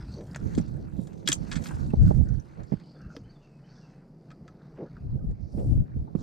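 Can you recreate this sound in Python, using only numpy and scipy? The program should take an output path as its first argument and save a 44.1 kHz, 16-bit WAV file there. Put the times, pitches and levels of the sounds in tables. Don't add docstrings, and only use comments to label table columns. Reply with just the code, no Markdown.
import sys
import numpy as np
from scipy import signal
from scipy.fft import rfft, irfft, next_fast_len
from scipy.io import wavfile
from scipy.ndimage import uniform_filter1d, map_coordinates

SR = 44100
rng = np.random.default_rng(int(sys.argv[2]) if len(sys.argv) > 2 else 0)


def elevation(decibels):
    levels = np.asarray(decibels, float)
    return 10 ** (levels / 20)


def dump(signal):
    limited = np.clip(np.atleast_2d(signal).T, -1, 1)
    pcm = np.round(limited * 32767).astype(np.int16)
    wavfile.write(sys.argv[1], SR, pcm)


N = 274522


def unit(x):
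    return x / np.sqrt(np.mean(x ** 2, axis=-1, keepdims=True) + 1e-20)


def along(points, hz):
    f, v = np.transpose(points)
    return np.interp(np.log(hz + 1), np.log(f + 1), v)


def curves(rows):
    s, *columns = np.transpose(rows)
    return [np.interp(np.arange(N) / SR, s, column) for column in columns]


def wobble(rate, channels=1):
    coarse = np.arange(0, N + 16, 16)
    out = np.zeros((channels, N))
    for i in range(channels):
        knots = rng.standard_normal(int(N * rate / SR) + 4)
        out[i] = np.interp(np.arange(N), coarse, map_coordinates(knots, [coarse * rate / SR]))
    return out


def coloured(x, points, turn=1):
    size = next_fast_len(N + 8192)
    gain = elevation(along(points, np.fft.rfftfreq(size, 1 / SR)))
    return irfft(rfft(x, size) * turn * gain, size)[..., :N]


def hiss(points, lumps_db=0., rate=30., patchy_db=-0.5):
    z = signal.stft(rng.standard_normal((2, N)), nperseg=512)[2]
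    field = uniform_filter1d(rng.standard_normal(z.shape[1:]), size=7, axis=0)
    field = uniform_filter1d(field, size=16, axis=1)
    patchy = signal.istft(z * elevation(patchy_db * field / field.std()), nperseg=512)[1][:, :N]
    lumps = elevation(lumps_db * wobble(rate, channels=2))
    return unit(lumps * coloured(patchy, points))


def left_right(mid, side):
    return np.array([mid + side, mid - side])


def add(track, s, sound):
    i = round(s * SR)
    track[..., i:i + sound.shape[-1]] += sound[..., :N - i]


# (starts [s], fully open [s], starts to fold [s], folded [s])
OPENINGS = [
    (.26, .42, 2.735, 3.17),
    (4.87, 5.04, 7, 8),
]


def opening():
    folded_db = -54
    levels_db = np.tile([folded_db, 0, 0, folded_db], len(OPENINGS))
    return elevation(np.interp(np.arange(N) / SR, np.ravel(OPENINGS), levels_db))


# (frequency [Hz], density [dB per Hz])
LAKE = [(15, -44.5), (25, 7.5), (80, -26.5), (133, 11), (204, 0), (340, -15), (686, -14), (1080, -22),
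        (1860, -30), (2180, -32.5), (3640, -48), (4760, -29.5), (6940, -49.5), (12900, -56), (15600, -66)]


def lake():
    return elevation(-55) * (1 - .4 * opening()) * hiss(LAKE, lumps_db=-1.0, rate=10)


# (time after its start [s], length [s], start pitch [Hz], end pitch [Hz], level [dB])
BIRD_PHRASE = [
    (-.052, .03, 2850, 3250, -67),
    (0, .035, 4200, 4850, -62),
    (.062, .028, 3750, 3300, -68),
    (.12, .035, 2950, 2650, -70),
    (.145, .045, 2750, 2550, -69),
    (.19, .13, 2600, 2550, -76),
]
# (time [s], level [dB])
BIRD_SONGS = [
    (2.885, -3.5),
    (3.287, -1),
    (3.686, -1.5),
]


def bird():
    out = np.zeros(N)
    for song_s, song_db in BIRD_SONGS:
        for after, length, start_hz, end_hz, db in BIRD_PHRASE:
            u = np.linspace(0, 1, round(length * SR))
            waver = 1 + 0.013 * unit(uniform_filter1d(rng.standard_normal(SR // 2), size=200))[:len(u)]
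            phase = 2 * np.pi * np.cumsum(waver * (start_hz + (end_hz - start_hz) * u)) / SR
            add(out, song_s + after, elevation(db + song_db - 1.5) * np.sin(np.pi * u) * np.sin(phase))
    t = np.arange(SR // 3) / SR
    shore = rng.standard_normal(len(t)) * elevation(-60 * t / 0.41)
    return out + elevation(-2.0) * signal.fftconvolve(out, shore / np.linalg.norm(shore))[:N]


# (time [s], strength [dB])
BREEZE = [(0, -46.5), (.36, -45.5), (.59, -33.5), (.68, -42), (1.25, -43.5), (1.43, -35.5), (1.62, -42.5),
          (2.09, -35), (2.28, -42.5), (2.42, -53.5), (3.12, -52.5), (3.33, -59), (3.65, -56), (4.92, -50.5),
          (5.1, -46), (5.45, -54), (5.72, -36.5), (5.86, -50.5)]


def breeze():
    return curves(BREEZE)[0]


def hull():
    pitch_hz, boom_db, grows = 141, -59.5, .5
    drift, swell = wobble(14, channels=2)
    boom = np.sin(2 * np.pi * np.cumsum(pitch_hz * (1 + .05 * drift)) / SR)
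    return elevation(boom_db + grows * (breeze() + 52) + 4.0 * swell) * boom


# (frequency [Hz], density [dB per Hz])
CLOTH_LOW = [(470, -31), (800, -1), (874, 2), (1070, -3.5), (1470, -2.5), (1760, -6.5), (2640, -12),
             (3600, -29.5), (4680, -45), (7920, -120)]
CLOTH_MID = [(1820, -39.5), (3100, -11), (3920, -6.5), (4330, -4.5), (4570, -4.5), (5150, -9.5),
             (6110, -7.5), (7050, -19), (8000, -20), (10400, -43.5), (17600, -120)]
CLOTH_HIGH = [(4120, -30.5), (7000, 8), (8560, 6), (9880, 2), (11200, -23), (12500, -0.5), (14500, -12.5),
              (15600, -26)]
# (time [s], effort [dB], nearness of the sleeve [dB])
ARM_MOVES = [(0, -57.5, -11), (.22, -68, 3.5), (.55, -60, -0.5), (.81, -68, -12), (1.04, -70.5, 8.5),
             (1.33, -64, -16), (1.44, -59.5, -1.5), (1.7, -55, 2.5), (1.97, -66.5, -4), (2.09, -58.5, -5.5),
             (2.22, -68, 1.5), (2.82, -67.5, -8.5), (3.52, -74, -7.5), (3.93, -67.5, -16), (4.11, -82, 0),
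             (4.85, -70, -22.5), (5.2, -78, -24), (6.22, -76, -8.5)]


def cloth():
    effort_db, near_db = curves(ARM_MOVES)
    bands = [(CLOTH_LOW, effort_db),
             (CLOTH_MID, effort_db - 5.5 + 0.17 * near_db),
             (CLOTH_HIGH, effort_db - 10.5 + near_db)]
    out = np.zeros((2, N))
    for shape, db in bands:
        grains = elevation(3.2 * wobble(220))
        out += elevation(db) * unit(grains * hiss(shape, lumps_db=2.2, rate=17, patchy_db=3.0))
    return out


# (time [s], length [s], low edge [Hz], high edge [Hz], level [dB])
RUBS = [(.15, .13, 280, 560, -43.5), (1.252, .06, 2800, 6200, -51), (2.77, .36, 4300, 5000, -69),
        (2.93, .24, 1200, 1650, -62), (3.62, .4, 4200, 5900, -70), (3.66, .32, 1300, 1700, -70),
        (4.77, .13, 150, 520, -37.5), (4.76, .06, 600, 2200, -62), (4.95, .05, 1200, 1650, -59),
        (5.55, .14, 250, 560, -40), (6.16, .14, 3500, 7000, -65), (6.16, .16, 100, 330, -42),
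        (.4, .2, 5800, 6800, -69), (1.99, .2, 3000, 9000, -68), (.42, .45, 4000, 4700, -70),
        (3.09, .16, 4300, 6600, -67.5), (1.62, .1, 8500, 14000, -61), (.04, .2, 4100, 4900, -65),
        (5.36, .5, 4200, 6000, -72), (2.58, .07, 300, 1900, -60), (6.07, .03, 600, 1100, -61),
        (2.712, .045, 1700, 2500, -58), (5.56, .09, 900, 4000, -70), (.1, .2, 5600, 6400, -68),
        (5.48, .36, 7000, 10000, -73), (5.5, .28, 11000, 13500, -81), (3.09, .075, 1250, 1550, -61),
        (4.845, .06, 1200, 1700, -64), (4.8, .025, 700, 2200, -64), (4.89, .11, 1700, 2300, -73),
        (.33, .045, 950, 1450, -54), (5.9, .06, 1400, 2100, -71), (2.56, .1, 350, 650, -52),
        (6.165, .1, 700, 1500, -66), (5.64, .18, 1500, 8000, -73), (4.6, .03, 1200, 1700, -68),
        (.44, .12, 380, 520, -52), (1.5, .22, 280, 600, -50)]


def rubs():
    out = np.zeros((2, N))
    for s, length, low_hz, high_hz, db in RUBS:
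        u = np.linspace(0, 1, round(np.clip(length, .01, .5) * SR))
        edges_hz = [low_hz, max(high_hz, 1.05 * low_hz)]
        band = signal.butter(3, edges_hz, "bandpass", fs=SR, output="sos")
        size, *pair = rng.standard_normal((3, SR // 2))[:, :len(u)]
        grains = elevation(2.6 * unit(uniform_filter1d(size, size=100)))
        swell = np.sin(np.pi * u ** .7) ** 2
        add(out, s, elevation(db) * swell * unit(signal.sosfilt(band, grains * pair)))
    return out


# (frequency [Hz], side over mid [dB])
FAR_WIDTH = [(60, -9), (110, 5.5), (200, -22), (380, -10.5), (700, 9), (1290, 5.5), (2380, -5),
             (4400, -15.5), (8120, -0.5), (15000, -3.5)]


def lake_and_cloth():
    mid, other = cloth() + rubs() + lake()
    return left_right(mid, coloured(other, FAR_WIDTH))


# (time [s], pitch [Hz], level [dB])
FREE_PINGS = [(0.139, 4470, -45.5), (.183, 4500, -48.5), (0.312, 4930, -53), (.33, 7500, -55.5),
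              (0.611, 5750, -48), (1.902, 2664, -53.5), (2.286, 6020, -51), (2.34, 5850, -58),
              (2.398, 5940, -48.5), (3.015, 5450, -56.5), (3.1, 1410, -53), (1.275, 3310, -18),
              (1.318, 3322, -21), (4.314, 1284, -54), (4.479, 1285, -51), (5.21, 1250, -64)]
# (time [s], pitch [Hz], level [dB])
HELD_PINGS = [(3.168, 470, -34), (3.167, 280, -37), (.36, 603, -37.5), (3.165, 1950, -36),
              (5.918, 1900, -58), (6.151, 1150, -38), (2.7, 400, -40), (3.151, 600, -42),
              (3.151, 4950, -52), (.347, 1320, -42), (.313, 4900, -46), (5.191, 1520, -49),
              (.988, 520, -37), (5.17, 520, -44), (5.309, 460, -47), (5.539, 570, -42), (5.591, 500, -33),
              (4.785, 1200, -50), (.549, 1700, -46), (1.9335, 800, -29), (6.155, 330, -27),
              (2.722, 300, -30), (2.61, 330, -40), (6.081, 850, -47), (5.965, 450, -42),
              (1.6624, 1500, -38)]
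# (time [s], pitch [Hz], level [dB])
LATCH_PINGS = [(1.286, 7400, -12), (1.286, 6100, -15), (1.3285, 7300, -11), (1.3285, 6200, -14),
               (1.3405, 7300, -26), (1.353, 7300, -36), (1.299, 7400, -28), (1.275, 5400, -18),
               (3.165, 5100, -38), (3.165, 3200, -43), (3.157, 4900, -49), (.36, 7700, -36),
               (1.275, 7400, -20), (1.318, 7300, -21), (1.3405, 4900, -32), (1.288, 1750, -28),
               (4.87, 1450, -57), (4.965, 1450, -53)]


def pings():
    out, t = np.zeros(N), np.arange(SR // 8) / SR
    for parts, cycles in [(FREE_PINGS, 140), (HELD_PINGS, 20), (LATCH_PINGS, 75)]:
        for s, hz, db in parts:
            rattle = unit(uniform_filter1d(rng.standard_normal(len(t)), size=round(4 * SR / hz)))
            blur = 1 + (.25 + hz / 9000) * rattle
            decay = elevation(db - 60 * t * hz / cycles) * (1 - np.exp(-t / 0.0011))
            add(out, s, decay * blur * np.sin(2 * np.pi * hz * t))
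    return out


# (time [s], peak [dB], low tone [dB], high tone [dB], t60 [s])
CLICKS = [(0.3461, -36.5, 0.5, -8, 0.032), (0.3595, -36, 9.5, 10, 0.014), (0.5498, -34.5, -10, 1, 0.016),
          (0.5814, -38, -1, 1.5, 0.035), (1.2743, -15.5, -10, -3, 0.034), (1.2855, -18.5, -6.5, 8.5, 0.024),
          (1.2971, -31, -2, 2.5, 0.055), (1.3171, -18, -9, 2, 0.024), (1.3269, -16, -14.5, -2.5, 0.016),
          (1.5145, -26.5, -9, -9.5, 0.04), (1.5274, -33, 0, 3, 0.03), (1.5553, -31, -5.5, -6, 0.032),
          (1.5607, -37, -2, 0.5, 0.052), (1.5714, -41, -1, -18, 0.053), (1.6386, -43.5, -14, 6, 0.058),
          (1.657, -37, 2.5, -18, 0.036), (1.6666, -37, -8, -1, 0.041), (1.6846, -44, -11, 4, 0.045),
          (3.1644, -45, 5.5, -27, 0.022), (1.5205, -32, 3, -8, .03), (1.5325, -36, 0, -2, .03),
          (1.541, -40, -3, 0, .03), (1.5665, -38, 0, -2, .025), (1.6445, -45, -8, 5, .025),
          (1.651, -46, -6, 3, .02), (1.6725, -42, -6, 0, .025), (.5765, -42, -3, 3, .02),
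          (.588, -43, 3, 0, .025), (.367, -44, 4, 0, .02)]
# (time [s], peak [dB], brightness [dB])
TICKS = [(.2077, -54, 1), (0.679, -58, 6.5), (1.071, -51.5, 3), (1.1304, -56, 0.5), (1.622, -54, 9),
         (2.0287, -57, 7), (2.633, -56, 3), (2.7978, -56.5, -3), (4.3035, -53.5, -6), (4.3133, -52.5, -3.5),
         (4.4783, -51, -4), (1.697, -56, 4), (1.7472, -57, -3), (.598, -56, 3), (.27, -60, 6),
         (.478, -61, 3), (5.596, -62, 4), (5.31, -64, 2), (2.075, -60, 4), (2.118, -59, 2), (2.146, -57, 0),
         (2.17, -60, 4), (.118, -61, 7), (1.905, -57, -5)]
# (frequency [Hz], level [dB])
REEL_MODES = [(1280, -7.5), (1690, -4.5), (2490, -7.5), (3310, -5.5), (4290, -15), (4960, -5), (6200, -8.5),
              (6800, -17.5), (7900, -9.5)]
# (frequency [Hz], density [dB per Hz])
CRACK = [(530, -46), (900, -8.5), (1750, 0.5), (3030, -9.5), (3380, -2), (4040, -4), (7500, -4.5),
         (8650, -16), (12700, -42), (15500, -47)]
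# (frequency [Hz], side over mid [dB])
DECK_WIDTH = [(60, 2.5), (110, 6.5), (200, -1.5), (380, -2.5), (700, -5), (1290, -2), (2380, -5),
              (4400, -14), (8120, 2), (15000, 1.5)]


def clicks():
    mid = pings()
    reel_hz, reel_db = np.transpose(REEL_MODES)[:, :, None]
    dense_hz = np.geomspace(900, 15500, num=80)[:, None]
    dense_db = along(CRACK, dense_hz) + 10 * np.log10(dense_hz / 4000) - 1.6
    hz = np.r_[reel_hz, dense_hz]
    level = np.r_[reel_db + 1.2, dense_db]
    life = np.r_[1.3 + 0 * reel_hz, .8 * (dense_hz / 4000) ** -.4]
    contacts = [*CLICKS, *[(s, db, -bright_db, bright_db, 0.044) for s, db, bright_db in TICKS]]
    for s, db, low_db, high_db, t60 in contacts:
        strength, detune, phase, lag = rng.standard_normal((4, len(hz), 1))
        tone = along([(1700, low_db + 2.5), (3200, 0), (4600, 0.011), (6500, high_db - 0.5)], hz)
        t = np.arange(round(min(1.2 * t60, .055) * SR) + 99) / SR
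        age = np.maximum(t - 0.00064 * abs(lag), 0)
        decay_db = 60 * age / (life * max(t60, .005))
        ring = elevation(level + tone + 2.7 * strength - decay_db) * (1 - np.exp(-age / 0.00038))
        modes = ring * np.sin(2 * np.pi * (hz * (1 + 0.012 * detune) * t + phase))
        add(mid, s, elevation(db - 12.0) * modes.sum(0))
    t = np.arange(SR // 5) / SR
    deck = rng.standard_normal((2, len(t))) * elevation(-60 * t / 0.079)
    deck = deck / np.linalg.norm(deck[0])
    tail, other = elevation(-13.5) * signal.fftconvolve(mid[None], deck, axes=1)[:, :N]
    direct_side = coloured(.5 * mid, DECK_WIDTH, turn=np.exp(1.5j))
    return left_right(mid + tail, direct_side + coloured(4.2 * other, DECK_WIDTH))


# (time [s], peak [dB], pitch [Hz], shell
# ring [dB])
THUMPS = [(0.576, -33, 94, -43), (0.5775, -12.5, 200, -33), (0.597, -21.5, 165, -25), (0.99, -23, 165, -32),
          (1.288, -31, 277, -16), (1.936, -8, 150, -29.5), (2.037, -28, 118, -36), (2.108, -7.5, 130, -24),
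          (2.211, -22, 156, -29.5), (2.253, -33, 141.3, -35), (2.72, -15, 152.6, -24.5),
          (2.735, -15, 156, -32), (5.142, -29, 137.5, -37.5), (5.155, -24, 110, -45),
          (5.241, -32.5, 164.5, -33), (5.546, -32.5, 186, -24), (5.577, -31, 205, -25.5),
          (5.689, -29, 120, -37.5), (5.774, -24.5, 127.6, -44), (5.961, -29, 130.7, -47.5),
          (6.151, -12.5, 158, -39)]


def thumps():
    out, t = np.zeros((2, N)), np.arange(SR // 8) / SR
    left_share = 0.11
    for s, db, hz, shell_db in THUMPS:
        t60 = 0.041 * elevation(-0.46 * (db + 22))
        sag = t + .003 * (1 - np.exp(-t / 0.003))
        swell = (1 - np.exp(-t / 0.0031)) ** 2
        rock = swell * elevation(db + 17.5 - 60 * t / t60) * np.sin(2 * np.pi * hz * sag)
        knock = (1 - np.exp(-t / .002)) * elevation(db + 0.5 - 60 * t / 0.02) * np.sin(2 * np.pi * 370 * t)
        shell_modes = [(600, 10.0), (820, 4.0), (1000, -6.0)]  # (Hz, dB)
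        shell = sum(elevation(mode_db) * np.sin(2 * np.pi * mode_hz * t) for mode_hz, mode_db in shell_modes)
        shell = shell * (1 - np.exp(-t / .0012)) ** 2 * elevation(db + shell_db + 13.0 - 60 * t / 0.03)
        push = rock + knock
        add(out, s, np.array([left_share * push - 0.49 * shell, push + shell]))
    return out


# (peak time [s], level [dB], rise [s], fall [s])
GUSTS = [(.07, -42.5, 0.057, 0.27), (.45, -39.5, 0.03, 0.054), (0.586, -29, 0.028, 0.044),
         (0.699, -35.5, 0.069, 0.06), (.93, -40, 0.13, 0.098), (1.42, -38, 0.058, 0.052),
         (1.75, -36, .025, .03), (3.23, -50, .05, .05), (1.56, -29.5, 0.036, 0.041),
         (1.8, -37, 0.028, 0.13), (2.08, -24.5, 0.16, 0.19), (2.359, -32.5, .14, .04),
         (2.619, -44.5, .04, 0.029), (2.75, -48, 0.046, 0.04), (3.06, -39.5, 0.034, 0.024),
         (4.43, -60, 0.026, 0.068), (5.13, -34.5, 0.11, 0.059), (5.28, -36.5, 0.082, 0.085),
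         (5.46, -36, 0.058, .035), (5.7, -31, 0.13, .04), (5.79, -21, 0.065, 0.036),
         (6.01, -33, 0.076, 0.038), (6.22, -37, 0.062, 0.064)]


def gusts():
    t = np.arange(0, N / SR + .01, .002)
    power = np.zeros(len(t))
    for s, db, rise, fall in GUSTS:
        power += elevation(2 * db) * np.exp(-2 * ((t - s) / np.where(t < s, rise, fall)) ** 2)
    return np.interp(np.arange(N) / SR, t, np.sqrt(power))


# (frequency [Hz], density [dB per Hz])
RUMBLE = [(11, -42.5), (18, -14.5), (54, -4.5), (70, -2.5), (92, -6.5), (130, -4.5), (170, -24),
          (290, -120)]
FLUTTER = [(80, -33.5), (110, -2.5), (150, 10), (220, 4), (330, -6), (420, -56)]
RASP = [(220, -36.5), (300, 5), (500, -2.5), (800, -12), (1200, -53)]
# (time [s], left over right [dB])
FAVOUR = [(.4, -5), (.59, 0.5), (.95, -15.5), (1.52, -18), (1.87, -2.5), (2.77, -20), (2.93, 0.5),
          (5.33, -0.5), (5.44, -9), (5.8, 0), (6.14, -12.5), (6.22, -31)]


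def wind():
    breeze_db, big = breeze(), gusts()
    rumble_db = 20 * np.log10(big + elevation(-60.5 + 1.3 * (breeze_db + 48)))
    flutter_db = 20 * np.log10(elevation(-13.5) * big + elevation(breeze_db - 1.0))
    rasp_db = -60.5 + .7 * (breeze_db + 48.5)
    pan, = curves(FAVOUR)
    sides = np.array([elevation(pan / 2), elevation(-pan / 2)]) * 2 / np.sqrt(elevation(pan) + elevation(-pan))
    depth_db = np.clip((rumble_db + 60.0) * 0.14, .5, 5)
    puffs = elevation(depth_db * wobble(22, channels=2) - 0.14 * depth_db ** 2)
    rumble = elevation(rumble_db + 1.77) * sides * hiss(RUMBLE, lumps_db=2.0, rate=9, patchy_db=0.2)
    flutter = elevation(flutter_db + 1.09) * sides * hiss(FLUTTER, lumps_db=2.04, rate=44, patchy_db=0.45)
    mid, side = elevation(rasp_db + 3.0) * hiss(RASP, lumps_db=-1.0, rate=50, patchy_db=1.5)
    return puffs * (rumble + flutter + left_right(mid, elevation(1.0) * side))


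def scene():
    return lake_and_cloth() + bird() + hull() + clicks() + thumps() + wind()


def roll_off(x):
    return signal.sosfilt(signal.butter(12, 15720, fs=SR, output="sos"), x)


def record(dry):
    dry = coloured(dry, [(15300, 0), (15750, -70)])
    mid = (dry[0] + dry[1]) / 2
    side = (dry[0] - dry[1]) / 2
    return roll_off(left_right(mid, opening() * side))


dry = scene()
out = record(dry)
dump(out)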